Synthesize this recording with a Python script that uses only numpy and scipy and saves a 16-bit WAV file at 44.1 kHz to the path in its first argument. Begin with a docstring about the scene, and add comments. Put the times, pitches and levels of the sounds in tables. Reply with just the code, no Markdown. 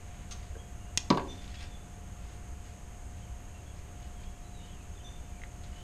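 """Side cutters snip a zip tie in a car's engine bay: sharp noise snaps ring a bank of damped modes.
Just after, something knocks on the sheet metal and bounces: chattering pushes, rattle and panel modes.
A short pull clicks a tie over its pawl, hands and sleeves brush as filtered noise, and tools tick as short sines.
Gliding sines make faint chirps like distant birds, over shaped-noise rumble and hiss and a thin sine hum;
a decaying-noise tail is the garage's echo."""
import sys
import numpy as np
from scipy import signal
from scipy.fft import rfft, irfft, next_fast_len
from scipy.io import wavfile
from scipy.ndimage import map_coordinates

SR = 44100
rng = np.random.default_rng(int(sys.argv[2]) if len(sys.argv) > 2 else 0)


def wrap_up_sound(samples):
    """Save the sound to the file named by the first command line argument, as 16-bit audio."""
    columns = np.atleast_2d(samples).T
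    # keep every value between -1 and 1, then stretch to whole-number steps
    tamed = np.clip(columns, -1, 1)
    steps = np.round(tamed * 32767).astype(np.int16)
    wavfile.write(sys.argv[1], SR, steps)


N = 257082
TOP_HZ = 14400
T = np.arange(N) / SR
RING = T[:SR // 2]  # time base of decays and tails


def amp(db):
    """Decibels to gain."""
    return 10 ** (np.asarray(db) / 20)


def unit(x):
    """Scale to rms 1."""
    return x / np.sqrt(np.mean(x ** 2))


def add(out, s, x):
    """Mix x into out from time s."""
    i = int(s * SR)
    out[i:i + len(x)] += x[:N - i]


def fade(t60_s):
    """Exponential decay, 60 dB in t60_s."""
    return np.exp(-np.log(1000) * RING / t60_s)


def noise():
    """White noise as long as RING."""
    return rng.standard_normal(len(RING))


def colour(x, points):
    """Causal minimum-phase filter whose gain follows (Hz, dB) points."""
    size = next_fast_len(len(x) + SR // 10) * 2
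    hz, db = np.transpose(points)
    f = np.maximum(np.arange(size // 2 + 1) * SR / size, 1)
    gain = amp(np.interp(np.log(f), np.log(hz), db))
    # folding the cepstrum gives minimum phase
    cepstrum = irfft(np.log(gain))
    cepstrum[1:size // 2] *= 2
    cepstrum[size // 2 + 1:] = 0
    return irfft(rfft(x, size) * np.exp(rfft(cepstrum)))[:len(x)]


def band(x, lo_hz, hi_hz):
    """Keep what lies between two frequencies, TOP_HZ at most."""
    high = signal.butter(2, lo_hz, "high", fs=SR, output="sos")
    low = signal.butter(2, min(hi_hz, TOP_HZ), fs=SR, output="sos")
    return signal.sosfilt(np.vstack([high, low]), x)


def walk(rate_hz, t=T):
    """Smooth random curve with spread near 1, through rate_hz random knots a second."""
    knots = rng.standard_normal(len(t) // 20)
    return map_coordinates(knots, [t * rate_hz], order=2, mode="nearest")


def scattered(span_s, count):
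    """Random moments, one in each equal part of a span."""
    start, end = span_s
    return start + (end - start) * (np.arange(count) + rng.random(count)) / count


def background(rumble_db=-43.5, hiss_db=-61, swell_db=0.24, hum_waver_db=1, hum_drift=0.001):
    """Steady air of the garage: slightly swelling rumble, even hiss and the lines of a small motor's hum."""
    # Spectra of the low air noise and of the microphone's hiss. Each row: frequency in Hz, relative level in dB.
    rumble_points = [(12, -5.5), (28, 1), (42, -2), (57, 1.5), (95, -3.5), (120, -10.5), (165, -15),
                     (190, -13), (230, -20), (450, -24.5), (1000, -29), (1800, -33), (3000, -35),
                     (4500, -52.5)]
    hiss_points = [(1000, -17), (4500, -15), (5600, -15), (6100, -10), (6500, 1), (7000, -6.5),
                   (8800, -10.5), (10300, -20.5), (12000, -18.5), (13500, -41), (14600, -65)]
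    # Lines of the hum. Each row: mean frequency in Hz, mean rms level in dB.
    hum_lines = [(188.4, -63.5), (592.2, -75), (710.8, -62.5), (829.5, -75.5)]
    rumble = unit(colour(rng.standard_normal(N), rumble_points)) * amp(rumble_db + swell_db * walk(5.8))
    hiss = unit(colour(rng.standard_normal(N), hiss_points)) * amp(hiss_db)
    turning_s = np.cumsum(1 + hum_drift * walk(3.84)) / SR  # all lines drift together
    hum = np.zeros(N)
    for hz, db in hum_lines:
        level = np.sqrt(2) * amp(db + hum_waver_db * walk(9))
        hum += level * np.sin(2 * np.pi * hz * turning_s)
    return rumble + hiss + hum


def brushes(grain_db=3, lowest_hz=150):
    """Cloth and skin catch and slip: grainy noise in bell-shaped strokes, each with its own upper limit."""
    # Firmer strokes of hands and sleeves.
    # Each row: centre in seconds, length between 1/e points in seconds, level in dB, highest frequency in Hz.
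    firm_strokes = [(0.142, 0.36, -59, 2500), (0.414, 0.16, -63, 9000), (1.432, 0.49, -59.5, 9000),
                    (1.553, 0.033, -54, 5000), (1.631, 0.073, -54, 9000), (2.244, 0.62, -58.5, 1410),
                    (2.687, 0.14, -65.5, 8000), (4.037, 0.1, -65, 7000), (5.644, 0.0294, -59.5, 8000),
                    (5.74, 0.2, -62, 7000)]
    # Spectrum of rubbing cloth. Each row: frequency in Hz, relative level in dB.
    cloth_points = [(200, 2), (900, -9.5), (2200, 2), (3500, 1), (5000, -1.5), (6400, -8), (9000, -10),
                    (14000, -41.5)]
    grain = rng.standard_normal(N) * amp(grain_db * walk(180))
    rub = unit(colour(grain, cloth_points))
    # light strokes while the hands work, same columns
    light_strokes = [(s, 0.093, -64.5, 7000) for s in scattered((1.8, 4.8), count=6)]
    out = np.zeros(N)
    for s, length_s, db, hi_hz in firm_strokes + light_strokes:
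        stroke = np.exp(-(2 * (T - s) / length_s) ** 2)
        out += amp(db) * stroke * band(rub, lowest_hz, hi_hz)
    return out


def zip_pull(start_s=0.3085, level_db=-45.5, length_s=0.054, teeth_per_s=1250, uneven=.2, rub=0.23,
             attack_s=.002, hold_s=.017, release_s=.014):
    """The pawl snaps over each tooth as the strap rubs through; the tug's force sets speed and level."""
    # Spectrum of the pawl and head. Each row: frequency in Hz, relative level in dB.
    pawl_points = [(300, -10), (1000, -6), (2400, -1.5), (3600, 1), (4700, -1), (6050, -1), (6400, 8.5),
                   (6900, -7), (8600, -7), (10000, -18), (14000, -31)]
    t = np.arange(0, length_s, 1 / SR)
    force = np.minimum(t / attack_s, 1) * np.exp(-np.maximum(t - hold_s, 0) / release_s)
    speed = teeth_per_s * np.sqrt(force) * (1 + uneven * walk(400, t))
    teeth = np.floor(np.cumsum(speed) / SR)
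    clicks = np.diff(teeth, prepend=0) * amp(2 * rng.standard_normal(len(t)))  # 2 dB spread
    friction = rub * rng.standard_normal(len(t))
    out = np.zeros(N)
    add(out, start_s, unit(colour(clicks + friction, pawl_points)) * amp(level_db) * force)
    return out


def ticks(scatter_db=-6, scatter_t60_s=0.039, attack_s=0.00023):
    """A light contact: a short ring of one resonance, with narrow noise scattered by the parts nearby."""
    # Light taps and ticks of tool and fingers.
    # Each row: start in seconds, level in dB, pitch in Hz, t60 in seconds.
    taps = [(0.5527, -45.5, 1570, 0.028), (0.5548, -41.5, 447, 0.044), (0.5660, -35, 500, 0.015),
            (1.478, -38.5, 3780, 0.0065), (5.418, -39, 2050, 0.0092), (5.4362, -32, 2010, 0.012),
            (5.642, -45, 4200, .009)]
    out = np.zeros(N)
    for s, db, hz, t60_s in taps:
        scatter = band(noise() * fade(scatter_t60_s), hz * .8, hz * 1.25)
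        ring = np.sin(2 * np.pi * hz * RING) * fade(t60_s) * (1 - np.exp(-RING / attack_s))
        add(out, s, amp(db) * (ring + amp(scatter_db) * scatter))
    return out


def whistle(length_s, start_hz, glide, waver=.016, flutter_db=3):
    """A thin sine gliding in octaves per second, wavering in pitch and level."""
    t = np.arange(0, length_s, 1 / SR)
    hz = start_hz * 2 ** (glide * t) * (1 + waver * walk(413, t))
    swell = signal.windows.tukey(len(t), .5) * amp(flutter_db * walk(209, t))
    return swell * np.sqrt(2) * np.sin(2 * np.pi * np.cumsum(hz) / SR)


def birds(level_db=-2.5, call_glide=-0.18, call_waver=0.011, call_flutter_db=1.5, echo_s=.115, echo_db=-14,
          twitter_glide=-1.2, glide_spread=1.13, outdoor_db=-5, outdoor_t60_s=0.86):
    """Two-voiced calls with a slap off a wall, chirps and faint twitter, lingering in the echo outdoors."""
    # Calls of the nearest bird. 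Each row: start in seconds, level in dB before level_db.
    calls = [(1.277, -48.5), (5.036, -52)]
    # Clearer chirps of the other birds.
    # Each row: start in s, length in s, first pitch in Hz, glide in octaves per s, level in dB before level_db.
    chirps = [(0.58, 0.033, 3250, -0.5, -59.5), (0.78, .125, 2800, 0, -65), (1.553, 0.084, 3280, 2, -58),
              (1.70, 0.068, 3530, -.25, -62), (3.21, 0.059, 3210, -2, -65), (3.517, 0.1, 2750, -0.2, -65),
              (3.66, 0.042, 3310, 1, -65), (4.192, .035, 3170, 0, -62), (4.53, .087, 4030, -2, -64.5),
              (4.575, 0.16, 2830, 1.2, -64), (4.722, 0.12, 2930, -2, -65.5), (4.99, 0.053, 3105, 1, -61.5),
              (5.31, .10, 2370, -0.4, -64.5), (5.701, 0.15, 2840, 1.1, -62.5)]
    lower_s, lower_hz = 0.066, 3560
    upper_s, upper_hz, upper_db = 0.043, 6020, -7
    twitter_s, twitter_hz, twitter_db, octave_spread = 0.062, 3470, -68.5, .15
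    out = np.zeros(N)
    for s, db in calls:
        lower = amp(db) * whistle(lower_s, lower_hz, call_glide, call_waver, call_flutter_db)
        add(out, s, lower)
        add(out, s + echo_s, amp(echo_db) * lower)
        add(out, s, amp(db + upper_db) * whistle(upper_s, upper_hz, 0, call_waver, call_flutter_db))
    for s, length_s, hz, glide, db in chirps:
        add(out, s, amp(db) * whistle(length_s, hz, glide))
    for s in scattered((3.9, 5.1), count=8):
        pitch, bend = rng.standard_normal(2)
        hz = twitter_hz * 2 ** (octave_spread * pitch)
        add(out, s, amp(twitter_db) * whistle(twitter_s, hz, twitter_glide + glide_spread * bend))
    tail = noise() * fade(outdoor_t60_s)
    echo = signal.fftconvolve(out, tail / np.sqrt(np.sum(tail ** 2)))[:N]
    return amp(level_db) * (out + amp(outdoor_db) * echo)


def snip(ring_db=-25.0, snap_db=-5.0, crack_db=-18.5, crack_t60_s=0.0073, steel_db=-57, steel_t60_s=0.22):
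    """The strap breaks in quick steps: each a snap with a fizz of tearing that rings the hand-damped cutters."""
    # The jaws bite through the strap and meet. Each row: start in seconds, relative level in dB.
    bites = [(0.9748, 3), (0.976, -6.5), (0.9773, -15), (0.9779, -3.5), (0.9794, -8.5)]
    # Ring of the cutters. Each row: frequency in Hz, width in Hz, relative level in dB.
    cutter_modes = [(1190, 47, -24), (2100, 170, -23), (2380, 140, -11), (2630, 140, -23), (3160, 64, -9),
                    (4260, 150, -9), (4400, 156, -13), (5520, 69, -5.5), (6420, 110, 2.5), (7650, 160, -26),
                    (8460, 500, -23)]
    # Spectrum of the breaking plastic. Each row: frequency in Hz, relative level in dB.
    crack_points = [(100, 1), (220, 5.5), (500, 0), (750, -30), (1400, -23), (2100, 6), (3300, 8.5),
                    (4800, 1.5), (6400, 4), (7500, -4), (9000, -1), (10000, -16), (13000, -33),
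                    (14500, -58)]
    ring = np.zeros(len(RING))
    for hz, width_hz, db in cutter_modes:
        ring += amp(db) * np.exp(-np.pi * width_hz * RING) * np.sin(2 * np.pi * hz * RING)
    out = np.zeros(N)
    for s, db in bites:
        snap = amp(snap_db) * (RING == 0)
        tearing = amp(crack_db) * noise() * fade(crack_t60_s)
        add(out, s, amp(db) * (amp(ring_db) * ring + colour(snap + tearing, crack_points)))
    # the jaws sing on faintly
    steel = fade(steel_t60_s) * sum(np.sin(2 * np.pi * hz * RING) for hz in (3036, 5464, 5669))
    add(out, bites[0][0], amp(steel_db) * steel)
    return out


def contact(push_hz, lo_hz, hi_hz, loose_db, rattle_db=-9, rattle_t60_s=0.039,
            push_db=-12, push_t60_s=.013, soft_hz=1000):
    """One contact: a damped sine push, weaker at high pitch, with a burst of rattle, limited to a band."""
    # Dense, quickly damped rattle of the sheet metal. 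Each row: frequency in Hz, relative level in dB.
    rattle_points = [(80, 3), (160, 15.5), (260, -4), (480, 6.5), (740, -4.5), (1000, 7.5), (1400, -3.5),
                     (1900, -5.5), (2900, -6), (4500, -5.5), (5400, -15), (6500, -12), (8000, -26),
                     (10000, -37), (13000, -32), (15000, -49)]
    push = amp(push_db) * np.sin(2 * np.pi * push_hz * RING) * fade(push_t60_s)
    push /= np.hypot(1, push_hz / soft_hz)
    rattle = colour(noise() * fade(rattle_t60_s), rattle_points)
    return band(push + amp(rattle_db + loose_db) * rattle, lo_hz, hi_hz)


def panel_ring(lo_hz, modes_db=-36, sustain=1.44, place_spread=0.23):
    """The sheet metal rings on in damped modes; where the blow lands weights them at random."""
    # Modes of the sheet metal. Each row: frequency in Hz, relative level in dB, t60 in seconds before sustain.
    panel_modes = [(128, 0, .26), (160, 5, .24), (182, 2, .2), (257, -3, .17), (286, -9, .15),
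                   (317, -2, .18), (394, 1, .17), (440, -2, .2), (457, -1, .2), (547, -4, .18),
                   (590, -8, .18), (690, -5, .2), (938, -7, .22), (982, -8, .22), (1045, -11, .14),
                   (1132, -7, .19), (1297, -12, .08), (1570, -8, .15), (1670, -10, .14), (2638, -14, .1),
                   (3128, -16, .09), (4328, -20, .13), (4732, -19, .14)]
    place = 1 + place_spread * rng.standard_normal(len(panel_modes))
    ring = np.zeros(len(RING))
    for weight, (hz, db, t60_s) in zip(place, panel_modes):
        mode = np.sin(2 * np.pi * (hz * RING + rng.random()))
        ring += weight * amp(db) * fade(t60_s * sustain) * mode
    return amp(modes_db) * band(ring, lo_hz, TOP_HZ)


def knocks(crack_reach=.76, crack_loose_db=2.5, lag_s=0.00112, body_hi_hz=1350, body_loose_db=-4.5,
           settle_hz=450, settle_lo_hz=350, settle_hi_hz=3200, settle_loose_db=1.0, settle_loss_db=-7):
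    """A hard first touch, a chatter of heavy contacts on the ringing panel, two light ones as it settles."""
    # A blow on the sheet metal and its bounce. Each row: start in seconds, relative level in dB,
    # first push pitch in Hz, lowest frequency stirred in Hz, first-touch crack in dB re the blow, its pitch in Hz.
    blows = [(1.1023, 3, 175, 85, -4.5, 4000), (1.173, -4, 840, 700, -13, 2850)]
    chatter_s, chatter_shrink = .0045, 0.836  # first gap, next gap as a share of it
    chatter_db, chatter_rise_hz = -2, 96  # change from touch to touch
    settle_s, settle_db = .0225, -15  # gap, level re the blow
    out = np.zeros(N)
    for s, db, push_hz, lo_hz, crack_db, crack_hz in blows:
        crack = contact(crack_hz, crack_reach * crack_hz, 2 * crack_hz, crack_loose_db)
        add(out, s, amp(db + crack_db) * crack)
        touch_s = s + lag_s
        add(out, touch_s, amp(db) * panel_ring(lo_hz))
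        for k in range(3):
            touch = contact(push_hz + k * chatter_rise_hz, lo_hz, body_hi_hz, body_loose_db)
            add(out, touch_s, amp(db + k * chatter_db) * touch)
            touch_s += chatter_s * chatter_shrink ** k
        for k in range(2):
            rock = contact(settle_hz, settle_lo_hz, settle_hi_hz, settle_loose_db)
            add(out, s + (k + 1) * settle_s, amp(db + settle_db + k * settle_loss_db) * rock)
    return out


def garage(x, build_s=0.0029):
    """Diffuse echo of engine bay and walls: noise bands with own decays; lows last longest, top dies first."""
    # Decay of the echo by band. Each row: centre in Hz, t60 in seconds, relative level in dB.
    echo_bands = [(150, 0.66, 3.5), (500, 0.52, 10.5), (1200, 0.26, 10), (3020, 0.31, 2.5),
                  (6160, 0.29, 2.5), (11000, 0.15, 1)]
    hz, t60_s, db = np.transpose(echo_bands)
    spectrum = rfft(noise())
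    log_f = np.log(np.maximum(np.arange(len(spectrum)) * SR / len(RING), 1))
    tail = np.zeros(len(RING))
    for row, decay_s, level_db in zip(np.eye(len(hz)), t60_s, db):
        share = np.interp(log_f, np.log(hz), row)  # triangular crossfade between bands
        tail += amp(level_db) * fade(decay_s) * irfft(spectrum * share, len(RING))
    tail *= 1 - np.exp(-RING / build_s)
    return signal.fftconvolve(x, tail / np.sqrt(np.sum(tail ** 2)))[:N]


def scene(snip_room_db=-14, knock_room_db=-14, hands_room_db=-7, ticks_room_db=-13, birds_room_db=-4):
    """Near sounds are mostly direct; the birds arrive with much echo."""
    sources = [
        (zip_pull() + brushes(), hands_room_db),
        (ticks(), ticks_room_db),
        (birds(), birds_room_db),
        (snip(), snip_room_db),
        (knocks(), knock_room_db),
    ]
    direct = sum(x for x, _ in sources)
    echo = garage(sum(x * amp(room_db) for x, room_db in sources))
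    return (direct + echo + background())[None]


def record(dry):
    """A steep elliptic low-pass cuts the top above TOP_HZ."""
    return signal.sosfilt(signal.ellip(8, .2, 70, TOP_HZ, fs=SR, output="sos"), dry)


dry = scene()
out = record(dry)
wrap_up_sound(out)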